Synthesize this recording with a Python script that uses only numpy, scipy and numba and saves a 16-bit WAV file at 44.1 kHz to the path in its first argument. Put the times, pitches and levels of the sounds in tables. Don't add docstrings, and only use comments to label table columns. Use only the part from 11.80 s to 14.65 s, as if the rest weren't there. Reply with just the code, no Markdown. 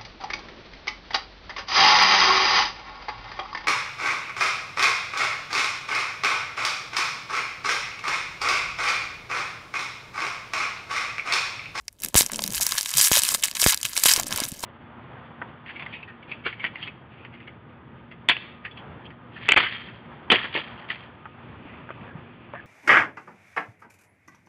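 import sys
import numpy as np
from scipy import signal
from scipy.fft import rfft, irfft
from scipy.io import wavfile
from numba import njit

SR = 44100
rng = np.random.default_rng(int(sys.argv[2]) if len(sys.argv) > 2 else 0)


def linear_from_db(decibels):
    return 10 ** (np.asarray(decibels, float) / 20)


def transcribe(u):
    v = np.clip(np.atleast_2d(u).T, -1, 1)
    q = np.round(v * 32767).astype(np.int16)
    wavfile.write(sys.argv[1], SR, q)


N = 125685

# (frequency [Hz], level [dB per Hz])
ROOM_COLOUR = [(18, -30), (30, -8), (75, -3), (131, -15), (780, -32.5), (4420, -47), (10200, -41),
               (16000, -41)]
# (time [s], level [dB], pitch [Hz], ring [s])
DESK_KNOCKS = [(0.519, -35, 220, 0.07), (0.59, -36.5, 206, 0.078), (0.646, -31, 195, 0.036),
               (0.683, -30.5, 199, 0.035), (0.71, -32.5, 129, 0.032), (0.753, -39.5, 58, 0.087),
               (1.147, -35, 143, 0.085), (1.384, -29.5, 72, 0.017), (2.043, -38, 123, 0.033),
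               (2.52, -32, 199, 0.026), (2.541, -33.5, 101.4, 0.027), (2.618, -23, 247, 0.0069),
               (2.648, -39, 121, 0.036), (2.723, -24.5, 171, 0.005)]
POP_TIMES = [.3446, .3541, .409, 1.3157, 1.8634, 2.2578]
# (level [dB], leak time [s])
AIR_POPS = [
    (-14, 0.00099),
    (-6.5, 0.0048),
    (-11, 0.00069),
    (-9, 0.0014),
    (-2, 0.0018),
    (-5.5, 0.00027),
]
# (time [s], peak level [dB], pitch [Hz])
FACE_BUCKLES = [(.498, -31, 1150), (0.533, -31.5, 497), (0.591, -28, 670), (.62, -30, 560),
                (0.8, -30.5, 845), (.921, -21, 1570), (.952, -25, 1480), (1.059, -31, 1630),
                (1.37, -22, 620), (1.519, -28, 1230), (1.548, -26, 900), (1.826, -27, 445),
                (2.178, -31, 595), (2.376, -24.5, 380), (2.397, -23.5, 780), (2.442, -38, 315),
                (2.601, -23.5, 880), (2.837, -20.5, 750)]
# (time [s], foil level [dB], card stack level [dB])
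FINGER_PRESSURE = [(0, -65, -71), (.18, -65.5, -65), (.24, -38, -41), (.33, -51, -50.5), (.44, -27.5, -39),
                   (.485, -41, -47.5), (.55, -34.5, -39), (.7, -37, -42), (1.0, -33, -47.5),
                   (1.2, -23.5, -62), (1.53, -26.5, -41), (1.6, -37, -48.5), (1.668, -30, -48),
                   (1.73, -38.5, -48), (2.11, -34, -51), (2.42, -35.5, -37.5), (2.648, -29.5, -36.5),
                   (2.72, -40.5, -45.5)]
# (frequency [Hz], level [dB per Hz])
FOIL_COLOUR = [(150, -52), (250, -50), (1380, -13.5), (1550, -18.5), (2760, -9), (3120, -2), (5930, -11.5),
               (11900, 11), (16000, -8.5)]
# (start [s], length [s], level [dB], brightness [dB per octave])
TEAR_JERKS = [(0.229, 0.0062, -21, -2.5), (0.358, 0.048, -8, -1), (0.746, 0.039, -24.5, -2),
              (0.81, 0.024, -25.5, 6), (0.833, 0.14, -25, -5.5), (0.976, 0.0046, -11.5, -5.5),
              (1.164, 0.034, -18.5, 1.5), (1.208, 0.068, -16, 2), (1.315, .005, -11.5, -2.5),
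              (1.335, 0.049, -10, -3), (1.42, 0.048, -25.5, -4), (1.465, 0.085, -23, -2),
              (1.54, 0.0056, -16, -1), (1.634, 0.014, -13.5, -5), (1.748, 0.025, -24.5, -6.5),
              (1.792, 0.072, -19.5, 0), (1.869, 0.041, -10.5, -3), (1.916, 0.017, -23.5, -14),
              (2.044, 0.014, -17, -4), (2.153, 0.08, -26, -4), (2.234, .003, -11, -2.5),
              (2.252, 0.068, -8, -2), (2.321, 0.079, -20, -7.5), (2.506, 0.14, -27.5, -10.5),
              (2.826, .03, -24.5, -6.5)]
# (time [s], peak level [dB], patch pitch [Hz])
SINGLE_CREASES = [(0.0816, -19, 4440), (0.1282, -39, 11100), (0.1917, -40, 10500), (0.2019, -30, 8700),
                  (0.208, -29, 10400), (0.2205, -18.5, 12250), (0.2345, -21, 5460), (0.2477, -7.5, 9700),
                  (0.2605, -19, 6000), (0.2856, -18.5, 10700), (0.344, -7, 8650), (0.354, -10.5, 3520),
                  (0.3615, -13, 8100), (0.39, -11, 6500), (0.4088, -6, 5060), (0.42, -3.5, 6600),
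                  (0.4299, -11, 9200), (0.463, -11, 9600), (0.4989, -28, 2310), (0.5186, -11.5, 8300),
                  (0.534, -17, 6100), (0.5453, -24, 5500), (0.5596, -16, 5400), (0.592, -15.5, 3400),
                  (0.621, -15, 5500), (0.6391, -6, 7200), (0.6633, -14, 7800), (0.6772, -9.5, 9100),
                  (0.7048, -17, 7800), (0.723, -13.5, 9250), (0.735, -12, 11800), (0.7422, -21, 4230),
                  (0.7468, -12, 6100), (0.7519, -11.5, 9350), (0.768, -20, 5100), (0.7798, -10, 8000),
                  (0.8103, -7.5, 7200), (0.8664, 1, 10800), (0.91, -16, 6670), (0.9212, -7.5, 6660),
                  (0.982, -8, 5230),
                  (1.0106, -8, 7100), (1.0303, -13, 7100), (1.0593, -14, 4350), (1.0919, -15, 10600),
                (1.1056, -15, 9000), (1.1148, -15, 7640), (1.1393, -10, 7300), (1.1521, -16, 6800),
                (1.1704, -13, 7400), (1.1822, 3.5, 5860), (1.1871, -8, 7500), (1.1968, -3, 6860),
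                (1.2017, -2.5, 6600), (1.2124, 1.5, 7400), (1.2203, -7, 6500), (1.2428, -13, 6340),
                (1.2488, -7, 6750), (1.2724, -6.5, 5770), (1.3155, -6.5, 4600), (1.3212, -2, 7600),
                (1.3317, -1.5, 5160), (1.355, -2, 5360), (1.3627, -3.5, 5000), (1.3722, -4.5, 6100),
                (1.3916, -2, 7200), (1.3968, -8, 6500), (1.4196, -7.5, 8160), (1.4351, -3.5, 7350),
                (1.4444, -17, 7800), (1.4509, -10, 5700), (1.4894, -4, 6100), (1.5478, -6, 7300),
                (1.6266, -14, 7100), (1.6376, -2, 6000), (1.6562, -10, 6100), (1.6623, -24, 3400),
                (1.6732, -19, 6500), (1.6833, -16.5, 3970), (1.713, -17, 6170), (1.7524, -15, 5300),
                (1.7693, -14, 4970), (1.7978, -15, 5700), (1.8165, 0.5, 8100), (1.8238, -11, 5160),
                (1.8312, -4.5, 8300), (1.8407, -0.5, 7200), (1.8636, -4, 4000), (1.8751, -5, 7700),
                (1.9229, -5.5, 7160), (1.9321, -14, 4560), (1.9367, -17, 2880), (1.9447, -4, 7800),
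                  (1.975, -13.5, 7200), (2.0137, -18, 9000), (2.0307, -10, 6200), (2.0521, -10, 5100),
                (2.0873, -23.5, 5400), (2.133, -19.5, 6400), (2.166, -9, 4750), (2.1767, -1.5, 5900),
                (2.1872, -14, 6600), (2.2372, 4.5, 7900), (2.2515, -9, 8300), (2.257, -11, 5240),
                (2.2975, -2, 6300), (2.314, -1, 4940), (2.3207, -5, 6800), (2.3369, 2, 6160),
                (2.3623, -4, 7200), (2.3672, -11, 8600), (2.3747, -17, 8600), (2.3982, -4, 9200),
                (2.412, -22, 6200), (2.4329, -15.5, 6500), (2.468, -16, 6860), (2.509, -17, 6600),
                (2.5257, -9, 5740), (2.5612, -9, 9700), (2.5756, -8.5, 9400), (2.5855, -20.5, 5900),
                (2.6024, -10, 6100), (2.6372, -12, 5400), (2.652, -17, 5400), (2.7187, -17, 9400),
                (2.839, -16, 3500)]


@njit
def rings(n, start, hz, cycles, size, sr):
    y = np.zeros(n)
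    for k in range(len(start)):
        decay = np.pi * hz[k] / sr / cycles[k]
        turn = np.exp(2j * np.pi * hz[k] / sr - decay)
        z = size[k] * decay * np.e + 0j
        first = int(start[k])
        for j in range(min(int(8 / decay), n - first)):
            y[first + j] += j * z.real
            z *= turn
    return y


def colour_db(table, hz):
    points = np.array(table)
    return np.interp(np.log(hz), np.log(points[:, 0]), points[:, 1])


def snaps(at_s, db, hz, spread, lag_s, cycles, count):
    scatter = rng.standard_normal((len(at_s), count, 2))
    late = rng.laplace(0.6, 1, (len(at_s), count))
    late = late * (np.arange(count) > 0)
    detune = scatter[..., 0]
    detune = detune - detune.mean(axis=1, keepdims=True) / 1.3
    patch_hz = np.clip(hz[:, None] * np.exp(spread * detune), 150, 0.33 * SR)
    patch_cycles = cycles * np.exp(0.13 * np.clip(scatter[..., 1], -2, 1.5))
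    size = linear_from_db(db[:, None] - 1.59 * np.abs(late))
    start = np.maximum(at_s[:, None] + late * lag_s, 0) * SR
    return rings(N, start.ravel(), patch_hz.ravel(), patch_cycles.ravel(), size.ravel(), 1.0 * SR)


def hail(db_of, slope_of, scatter_db, cycles, lag_s, count):
    u, luck = rng.random((count, 2)), rng.exponential(1, count)
    at_s = u[:, 0] * N / SR
    hz = 300 * 50 ** np.sqrt(u[:, 1])
    tilt_db = (slope_of(at_s) + 4) * np.log2(hz / 5000)
    db = db_of(at_s) + colour_db(FOIL_COLOUR, hz) + tilt_db + scatter_db * np.minimum(luck, 3.6)
    return snaps(at_s, db, hz, 0.4, lag_s, cycles, count=3)


def room():
    hz = np.maximum(np.arange(N // 2 + 1) * SR / N, 1)
    spectrum = rfft(rng.standard_normal(N)) * linear_from_db(colour_db(ROOM_COLOUR, hz)) * (hz > 40)
    air = irfft(spectrum, N)
    return air * linear_from_db(-59.5) / air.std()


def knocks():
    t, y = np.arange(N) / SR, 0
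    width, rough = 1.5, 0.3
    for s, db, hz, ring_s in DESK_KNOCKS:
        d = np.maximum(t - s, 0)
        band = signal.butter(1, [hz / width, hz * width], "band", fs=SR, output="sos")
        rub = signal.sosfilt(band, rng.standard_normal(N))
        push = 12 * d / ring_s * np.exp(-4.5 * d / ring_s)
        y = y + linear_from_db(db) * push * (np.sin(2 * np.pi * hz * d) + rough * rub / rub.std())
    return y


def pops():
    t, y = np.arange(N) / SR, 0
    for s, (db, leak_s) in zip(POP_TIMES, AIR_POPS):
        d = t - s
        leak = -np.exp(-np.abs(d) / leak_s)
        pile_up = 2.8 * np.exp(-np.abs(d) / 0.00015)
        y = y + linear_from_db(db) * np.where(d > 0, leak, pile_up)
    return signal.sosfilt(signal.butter(2, 45.0, "high", fs=SR, output="sos"), y)


def stack():
    time_s, _, card_db = np.array(FINGER_PRESSURE).T
    u = rng.random((900, 3))
    at_s, hz = u[:, 0] * N / SR, 180 * 5 ** u[:, 1]
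    db = np.interp(at_s, time_s, card_db) - 3.0 - 12.8 * np.log10(u[:, 2] + 0.18)
    return snaps(at_s, db, hz, 0.2, lag_s=0.00189, cycles=0.76, count=2)


def buckles():
    s, db, hz = np.array(FACE_BUCKLES).T
    return snaps(s, db + 1.0, hz, 0.19, lag_s=0.00143, cycles=1.49, count=4)


def kneading():
    time_s, foil_db, _ = np.array(FINGER_PRESSURE).T
    scatter_db, crackle_db = 2.4, 1

    def press_db(at_s):
        return np.interp(at_s, time_s, foil_db)

    rustle = hail(press_db, lambda at_s: -4.0, scatter_db, cycles=1.4, lag_s=0.001, count=4000)
    crackle = hail(lambda at_s: press_db(at_s) + crackle_db, lambda at_s: 0, scatter_db,
                   cycles=2.6, lag_s=0.00097, count=350)
    return rustle + crackle


def zipping():
    start_s, step_s, fade_db = 0.8105, 0.0022, 0.6
    rib = np.arange(12)
    return snaps(start_s + step_s * rib, -11.0 - fade_db * rib, 7800.0 + 0 * rib, 0.16,
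                 lag_s=0.0001, cycles=1.8, count=4)


def tearing():
    attack_s, release_s, scatter_db = 0.002, 0.008, 1.6
    t = np.arange(0, N / SR, 0.001)
    total, tilt_sum = 1e-6, 0
    for s, length_s, db, slope in TEAR_JERKS:
        attack = np.clip((t - s) / attack_s, 0, 1)
        release = np.exp(-np.maximum(t - s - length_s, 0) / release_s)
        jerk = linear_from_db(db) * attack * release
        total = total + jerk
        tilt_sum = tilt_sum + jerk * slope
    tilt = tilt_sum / total
    catch = linear_from_db(1.5 * np.repeat(rng.standard_normal(len(t)), 5)[:len(t)])

    def tear_db(at_s):
        return 20 * np.log10(np.interp(at_s, t, total * catch))

    def slope_of(at_s):
        return np.interp(at_s, t, tilt)

    bed = hail(lambda at_s: tear_db(at_s) - 8.0, slope_of, scatter_db, cycles=2.2, lag_s=0.0008, count=11000)
    needles = hail(lambda at_s: tear_db(at_s) + 0.5, slope_of, scatter_db,
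                   cycles=2.13, lag_s=0.00006, count=700)
    return bed + needles


def creases():
    s, db, hz = np.array(SINGLE_CREASES).T
    ring = snaps(s, db - 4.5, 1.146 * hz, 0.41, lag_s=0.0004, cycles=2.31, count=10)
    crack = snaps(s, db, 1.25 * hz, 0.34, lag_s=0.00012, cycles=1.13, count=4)
    return ring + crack


def scene():
    foil = creases() + zipping() + tearing() + kneading()
    foil = signal.sosfilt(signal.butter(3, 1000.0, "high", fs=SR, output="sos"), foil)
    pack = foil + stack() + buckles()
    tail_t60_s, tail_db = 0.02, -11
    t = np.arange(SR // 4) / SR
    tail = rng.standard_normal(len(t)) * np.exp(-np.log(1000) * t / tail_t60_s) * (t > 0.001)
    wet = signal.fftconvolve(pack, tail / np.linalg.norm(tail))[:N]
    return (pack + linear_from_db(tail_db) * wet + pops() + knocks() + room())[None]


def roll_off(x):
    return signal.sosfilt(signal.butter(12, 16970, fs=SR, output="sos"), x)


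def record(dry):
    x = np.tanh(1.086 * dry) / 1.258
    x = signal.sosfilt(signal.butter(2, 13500.0, fs=SR, output="sos"), x)
    x = signal.sosfilt(signal.ellip(8, 0.2, 60, 15600, fs=SR, output="sos"), x)
    return roll_off(x)


dry = scene()
out = record(dry)
transcribe(out)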